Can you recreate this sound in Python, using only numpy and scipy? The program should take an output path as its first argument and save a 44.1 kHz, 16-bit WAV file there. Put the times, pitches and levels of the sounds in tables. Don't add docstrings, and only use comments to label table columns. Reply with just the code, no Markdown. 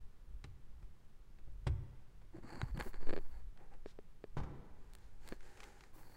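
import sys
import numpy as np
from scipy import signal
from scipy.fft import rfft, irfft
from scipy.io import wavfile

SR = 44100
rng = np.random.default_rng(int(sys.argv[2]) if len(sys.argv) > 2 else 0)


def dump(signal):
    limited = np.clip(np.atleast_2d(signal).T, -1, 1)
    pcm = np.round(limited * 32767).astype(np.int16)
    wavfile.write(sys.argv[1], SR, pcm)


N = 272052
TIME = np.arange(N) / SR


def amp(db):
    return 10 ** (np.asarray(db) / 20)


def unit(x):
    return x / np.sqrt(np.mean(x ** 2) + 1e-20)


def read(points, hz):
    f, value = np.transpose(points)
    return np.interp(np.log(hz + 1), np.log(f + 1), value)


def add(mix, s, sound):
    part = mix[max(round(s * SR), 0):][:len(sound)]
    part += sound[:len(part)]


def colour(x, spectrum):
    size = 8192
    hz = abs(np.fft.fftfreq(size, 1 / SR))
    log_gain = np.log(amp(np.maximum(read(spectrum, hz), -100)))
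    response = np.exp(np.conj(signal.hilbert(log_gain)))
    taps = np.fft.ifft(response).real[:size // 2]
    return signal.fftconvolve(x, taps)[:len(x)]


def noise(spectrum):
    gain = amp(read(spectrum, np.fft.rfftfreq(N, 1 / SR)))
    return unit(irfft(rfft(rng.standard_normal(N)) * gain, N))


def wobble(top_hz):
    gain = np.exp(-(np.fft.rfftfreq(N, 1 / SR) / top_hz) ** 2)
    return unit(irfft(rfft(rng.standard_normal(N)) * gain, N))


def ring(modes, stretch=1, tilt_db=0):
    t = np.arange(SR * 3 // 4) / SR
    centre = np.median([mode[0] for mode in modes])
    out = 0
    for hz, db, t60 in modes:
        level_db = db + tilt_db * np.log2(hz / centre) - 60 * t / t60
        out = out + amp(level_db) * np.sin(2 * np.pi * hz * stretch * t)
    return out


def burst(spectrum, t60, clatter):
    t = np.arange(SR // 3) / SR
    drive = clatter * rng.standard_normal(len(t)) * amp(-60 * t / t60)
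    drive[0] += 1
    out = colour(drive, spectrum)
    return out * np.sqrt(SR * 3 // 1000) / np.linalg.norm(out)


def clicks(rows, spectrum, t60, clatter):
    out = np.zeros(N)
    for s, db in rows:
        add(out, s, amp(db) * burst(spectrum, t60, clatter))
    return out


def friction(per_s, spread_db, smooth):
    happens = rng.random(N) < per_s / SR
    size = rng.standard_normal(N) * amp(spread_db * np.minimum(rng.exponential(1, N), 4))
    return unit(unit(happens * size) + smooth * rng.standard_normal(N))


def rub(gain, spectrum):
    grain = friction(per_s=6000, spread_db=1.5, smooth=1.2)
    return gain * unit(colour(grain, spectrum))


def judder(hz, drift, top_hz):
    turns = np.cumsum(hz * np.exp(drift * wobble(22))) / SR
    return unit(wobble(top_hz) * np.sin(2 * np.pi * turns))


def swells(rows, index=2):
    power = np.zeros(N)
    for row in rows:
        start, length = row[:2]
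        arch = np.sin(np.pi * np.clip((TIME - start) / length, 0, 1))
        power += (amp(row[index]) * arch) ** 2
    return np.sqrt(power)


def footsteps():
    # t/s, thud of the boards/dB, heel click/dB
    footfalls = [(0.4416, -44.5, -52), (0.824, -60, -65.5), (1.384, -79, -65.5), (1.473, -50, -74),
                 (1.6666, -26.5, -38), (2.214, -62, -65.5)]
    # f/Hz, level/dB, time to die by 60 dB/s
    boards = [(69.4, -0.5, 0.39), (93.05, -6, 0.62), (110.6, -6, 0.33), (125.2, -3.5, 0.27),
              (156, -13.5, 0.085), (300, -15.5, 0.15), (377, -12, 0.078), (494, -17.5, 0.092),
              (561, -13.5, 0.061), (766, -15, 0.051)]
    # f/Hz, level/dB
    heel = [(100, -2), (260, -1), (550, -3), (800, -4), (1050, -5.5), (1300, -7), (1650, -11.5),
            (2600, -12), (3600, -19), (5100, -22), (6200, -29.5), (8000, -28), (16000, -54)]
    build_cycles = 0.64
    sole_lag_s = 0.0028

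    out = np.zeros(N)
    t = TIME[:len(ring(boards))]
    boom = 0
    for hz, db, t60 in boards:
        build_up = 1 - np.exp(-t * hz / build_cycles)
        boom = boom + ring([(hz, db, t60)]) * build_up
    for s, thud_db, heel_db in footfalls:
        add(out, s, amp(thud_db - 0.3) * boom)
        add(out, s, amp(heel_db - 12.5) * burst(heel, t60=0.028, clatter=0.85))
        add(out, s + sole_lag_s, amp(heel_db + 2.5) * burst(heel, t60=0.057, clatter=0.96))
    return out


def chair():
    # t/s, thump of the frame/dB, clack/dB
    bumped = [(4.3694, -33.5, -38), (4.3756, -46, -37.5), (4.3813, -46, -40.5), (4.402, -36.5, -45.5),
              (4.434, -49, -44)]
    # f/Hz, level/dB, time to die by 60 dB/s
    frame = [(60.3, -5.5, 0.36), (107.7, -6, .25), (139, -18.5, 0.24), (195.4, -14, 0.21), (281, -16, 0.15),
             (360, -11, 0.038), (913, -4.5, 0.016)]
    # f/Hz, level/dB
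    wood = [(60, 2), (130, 14), (200, 0.5), (380, -1), (560, -8), (950, -5), (1300, -11), (1750, -15.5),
            (2400, -22), (4000, -26), (6400, -30.5), (8000, -38), (16000, -58)]
    # t/s, level/dB
    ticks_and_creaks = [(0.4414, -50), (3.5748, -63), (3.739, -64.5), (5.407, -59), (5.43, -63),
                        (5.574, -58), (5.604, -49.5), (5.6323, -50.5), (5.6346, -61), (5.64, -52),
                        (5.808, -56), (5.838, -55.5)]
    # f/Hz, level/dB
    creak_tone = [(300, -20), (900, -2.5), (1700, 1.5), (2800, -4.5), (4000, -8), (6000, -13), (9000, -20),
                  (16000, -42)]

    knocks, creaks = np.zeros(N), np.zeros(N)
    for s, thump_db, clack_db in bumped:
        add(knocks, s, amp(clack_db + 1.5) * burst(wood, t60=0.076, clatter=0.5))
        add(knocks, s, amp(thump_db - 0.5) * ring(frame))
    for s, db in ticks_and_creaks:
        add(creaks, s, amp(db - 1) * burst(creak_tone, t60=0.021, clatter=0.17))
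    return knocks, creaks


def robe():
    # start t/s, length/s, level/dB
    robe_swings = [(4.7, 0.57, -88.5), (5.19, 0.2, -77), (5.37, .24, -78), (5.52, 0.23, -75),
                   (5.64, 0.3, -80.5)]
    # f/Hz, level/dB
    cloth_tone = [(120, -22.5), (370, 4.5), (560, -1.5), (660, -8), (810, 4.5), (1080, -11), (1550, -2),
                  (2300, -9), (3400, -16), (4450, -13.5), (5600, -17), (7000, -14), (10000, -22.5),
                  (16000, -31)]
    # start t/s, length/s, level/dB
    shuffles = [(3.55, 0.15, -66), (3.7, 0.066, -64.5)]
    # f/Hz, level/dB
    sole_tone = [(200, -10), (380, 5.5), (500, 4.5), (640, -4), (800, 5), (1020, -6.5), (1300, -10),
                 (1650, -7), (2300, -12), (3500, -31), (8000, -28), (16000, -49)]

    swinging = rub(swells(robe_swings), cloth_tone)
    shuffling = rub(swells(shuffles), sole_tone)
    return amp(13) * swinging + amp(0.5) * shuffling


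def pages():
    # t/s, level/dB
    snap_times = [(4.9357, -52.5), (4.952, -48), (4.986, -63), (5.277, -47.5), (5.2888, -43.5),
                  (5.639, -54.5)]
    # f/Hz, level/dB
    paper_tone = [(300, -2.5), (1800, 1), (3000, -4), (4400, 0), (6000, -12.5), (8500, -0.5), (11000, -12),
                  (16000, -9.5)]
    # start t/s, length/s, level/dB
    page_slides = [(3.85, 0.086, -68.5), (4.99, 0.1, -78.5)]
    # f/Hz, level/dB
    leaf_tone = [(400, -5), (1000, -4), (1800, -2.5), (2700, -8), (4000, -1), (4700, -5), (5600, -7),
                 (8000, -14), (16000, -31)]

    snaps = clicks(snap_times, paper_tone, t60=0.011, clatter=0.06)
    return amp(-7.0) * snaps + rub(swells(page_slides), leaf_tone)


def finger_taps():
    # t/s, dull push/dB, sharp edge/dB
    taps = [(2.616, -44, -23.5), (2.7985, -41, -38), (2.8033, -57, -36), (2.8095, -46, -24),
            (2.9427, -43.5, -39), (3.011, -47, -58), (3.0285, -40.5, -47), (3.0706, -37, -42),
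            (3.0915, -31, -43), (3.0957, -62, -32.5), (3.1072, -32.5, -35), (3.129, -28.5, -40),
            (3.135, -29.5, -33.5), (3.1387, -30, -60), (3.1645, -31, -33), (3.1767, -30, -39),
            (3.1872, -36.5, -45), (3.860, -33.5, -45.5), (3.989, -37, -54), (4.241, -33.5, -44.5),
            (5.3237, -33.5, -35), (5.3295, -38, -45.5)]
    # f/Hz, level/dB, time to die by 60 dB/s
    case = [(411, 2, 0.027), (527, -2, 0.012), (267, -47, 0.0053)]
    # f/Hz, level/dB, time to die by 60 dB/s
    panels = [(1145, 4.5, 0.0064), (1650, 3, 0.011), (2240, -3.5, 0.0095), (2850, -15, 0.0056),
              (3500, -9, 0.0038), (4250, -10.5, 0.013), (7140, -6, 0.0044), (8900, -15, 0.0033)]
    # t/s, level/dB, f/Hz
    palm_bumps = [(2.6304, -27, 115.6), (2.746, -36, 124), (2.7758, -35.5, 155), (2.86, -42.5, 376),
                  (5.318, -44, 230)]
    # f/Hz, level/dB
    fingertip = [(100, -2), (4500, 3), (6000, -7.5), (10000, -10), (12500, -29), (16000, -44)]
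    # t/s, level/dB
    flicks = [(2.7745, -45.5), (2.7775, -47), (2.8005, -39.5), (2.8112, -58), (2.8243, -44.5)]
    # f/Hz, level/dB
    nail = [(500, 13.5), (2000, 10), (4400, -5), (6000, -14), (9000, -2), (12000, -8), (16000, -18)]

    out = np.zeros(N)
    usual_db = np.median([tap[2] for tap in taps])
    chances = rng.standard_normal((len(taps), 2))
    for (s, push_db, edge_db), (low, high) in zip(taps, chances):
        add(out, s, amp(push_db - 6.0) * ring(case, 1 + 0.023 * low))
        tilt_db = 0.1 * (edge_db - usual_db)
        add(out, s, amp(edge_db - 11.5) * ring(panels, 1 + 0.04 * high, tilt_db))

    t = np.arange(SR // 10) / SR
    swell = t / 0.0041
    for s, db, hz in palm_bumps:
        add(out, s, amp(db - 1) * swell * np.exp(1 - swell) * np.sin(2 * np.pi * hz * t))
    nail_flicks = clicks(flicks, nail, t60=0.013, clatter=0.37)
    return colour(out, fingertip) + amp(-4.5) * nail_flicks


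def strokes():
    # start t/s, length/s, low drag/dB, scratch/dB, panel ring/dB, skin hiss/dB
    stroke_rows = [(2.325, 0.061, -53, -68, -95, -100), (2.423, 0.027, -51.5, -66, -91, -98),
                   (2.434, 0.2, -58.5, -58, -69, -83), (2.513, 0.058, -48, -79, -80, -95),
                   (2.625, 0.077, -62, -63.5, -79, -83), (2.74, 0.057, -51, -63, -68.5, -86),
                   (2.79, 0.021, -51.5, -46.5, -65, -82), (2.819, 0.075, -69, -64, -78, -61),
                   (2.849, .028, -49, -57, -84, -75), (2.927, 0.042, -66, -63, -74, -90),
                   (2.977, 0.13, -59.5, -65.5, -75, -92), (3.066, .12, -53.5, -65.5, -75, -78),
                   (3.177, 0.14, -69, -75, -87, -77), (3.303, 0.095, -78, -69.5, -84, -83),
                   (5.245, 0.098, -71, -69, -73.5, -74), (5.924, .1, -65.5, -68, -91, -66.5),
                   (6.01, 0.18, -66.5, -68.5, -75, -70)]
    grip_share = 0.24
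    release_s = 0.014

    power = np.zeros((4, N))
    for start, length, *levels_db in stroke_rows:
        t = TIME - start
        grip = np.clip(t / (grip_share * length), 0, 1)
        release = np.exp(-np.clip(t - length, 0, 1) / release_s)
        power += np.outer(amp(levels_db), grip * release) ** 2
    return np.sqrt(power)


def finger_slides():
    # f/Hz, level/dB
    drag_tone = [(60, 0.5), (130, 2), (250, -8.5), (340, 0.5), (430, -16), (550, -12.5), (750, -19.5),
                 (1500, -40), (4000, -85)]
    # f/Hz, level/dB
    scratch_tone = [(250, -20), (480, 0.5), (650, -5.5), (830, 1), (1100, -6.5), (1350, -7.5), (1650, -4),
                    (2100, -9), (3300, -26), (4300, -18.5), (5800, -30.5), (7500, -21.5), (10000, -31.5),
                    (16000, -43)]
    # centre f/Hz, width/Hz
    case_ring = (4500, 600)
    # f/Hz, level/dB
    skin_tone = [(2000, -11), (6000, -7), (9000, -6.5), (12500, -3), (14500, -7.5), (16000, 0)]

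    slips = friction(per_s=900, spread_db=2.5, smooth=0.8)
    slips = slips * amp(1.8 * wobble(60))

    hz, width = case_ring
    panel_drive = colour(slips, [(2500, -19), (4300, 7.5), (4700, 5), (5800, -25)])
    panel = unit(signal.lfilter(*signal.iirpeak(hz, hz / width, SR), panel_drive))

    scratch_groan = judder(970, drift=0.12, top_hz=126)
    scratch = unit(unit(colour(slips, scratch_tone)) + 0.41 * scratch_groan)

    drag_grain = friction(per_s=220, spread_db=-1.0, smooth=1.0)
    drag_groan = judder(260, drift=0.13, top_hz=30.8)
    drag = unit(unit(colour(drag_grain, drag_tone)) + 0.8 * drag_groan)

    drag_gain, scratch_gain, ring_gain, hiss_gain = strokes()
    return (amp(-1.5) * drag_gain * drag
            + amp(0.5) * scratch_gain * scratch
            + amp(-2.5) * ring_gain * panel
            + amp(-1.0) * rub(hiss_gain, skin_tone))


def background():
    # f/Hz, level/dB
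    air_tone = [(12, -33.5), (20, 1), (53, -22.5), (123, -19.5), (150, -24.5), (182, -24), (285, -33.5),
                (328, -31.5), (377, -32), (698, -41), (873, -39.5), (1090, -40), (1330, -41.5),
                (2320, -46.5), (16000, -60.5)]
    # start t/s, length/s, slow lean/dB, rumble/dB
    sways = [(-.1, 0.19, -42, -46.5), (.2, 0.38, -58, -45.5), (.68, 0.28, -57, -49),
             (1.4, 0.57, -55.5, -44.5), (2.1, 0.25, -64, -56), (2.55, .35, -46, -37),
             (2.84, 0.49, -24.5, -52), (3.26, 0.3, -35.5, -45.5), (3.6, 0.42, -37, -68),
             (4.32, 0.17, -31, -41.5), (4.45, 1, -51, -62), (5.18, 0.33, -36, -60)]
    steady_lean_db, steady_rumble_db = -53.5, -66

    sway = noise([(1, -20), (4, 0), (9, -2), (20, -16), (40, -50), (100, -95)])
    rumble = noise([(12, -37), (28, 0.0), (50, -4.0), (75, -14.0), (130, -28.5), (400, -70)])
    lean = amp(steady_lean_db) + amp(-6.5) * swells(sways)
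    shake = amp(steady_rumble_db) + amp(-6.5) * swells(sways, index=3)
    return amp(-61) * noise(air_tone) + lean * sway + shake * rumble


def hall(x):
    # f/Hz, time to die by 60 dB/s
    decay = [(80, 0.98), (210, 1.11), (560, 1.44), (1470, 1.64), (3900, 1.55), (12000, 0.58)]
    # f/Hz, level/dB
    echo_tone = [(60, -8), (200, 3.5), (900, -5), (2000, -4.5), (5000, -10), (14000, -1)]

    hz, t, z = signal.stft(rng.standard_normal(SR * 2), SR, nperseg=512)
    z = z * amp(-60 * t / read(decay, hz)[:, None])
    tail = signal.istft(z, SR, nperseg=512)[1]
    tail *= 1 - np.exp(-np.arange(len(tail)) / SR / 0.0033)
    tail = colour(tail / np.linalg.norm(tail), echo_tone)
    return signal.fftconvolve(x, tail)[:N]


def scene():
    steps = footsteps()
    knocks, creaks = chair()
    paper, cloth = pages(), robe()
    far = steps + knocks + creaks + paper + cloth
    wet = hall(amp(-11) * steps + amp(-2.5) * knocks + amp(-14.5) * creaks
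               + amp(-14.5) * paper + amp(-11) * cloth)
    return (far + wet + finger_taps() + finger_slides() + background())[None]


def record(dry):
    edge_hz = 15850
    eased = dry * np.minimum(TIME / 0.01, 1)
    low_pass = signal.firwin(511, edge_hz, window=("kaiser", 9), fs=SR)
    return signal.oaconvolve(eased, low_pass[None], "same")


dry = scene()
out = record(dry)
dump(out)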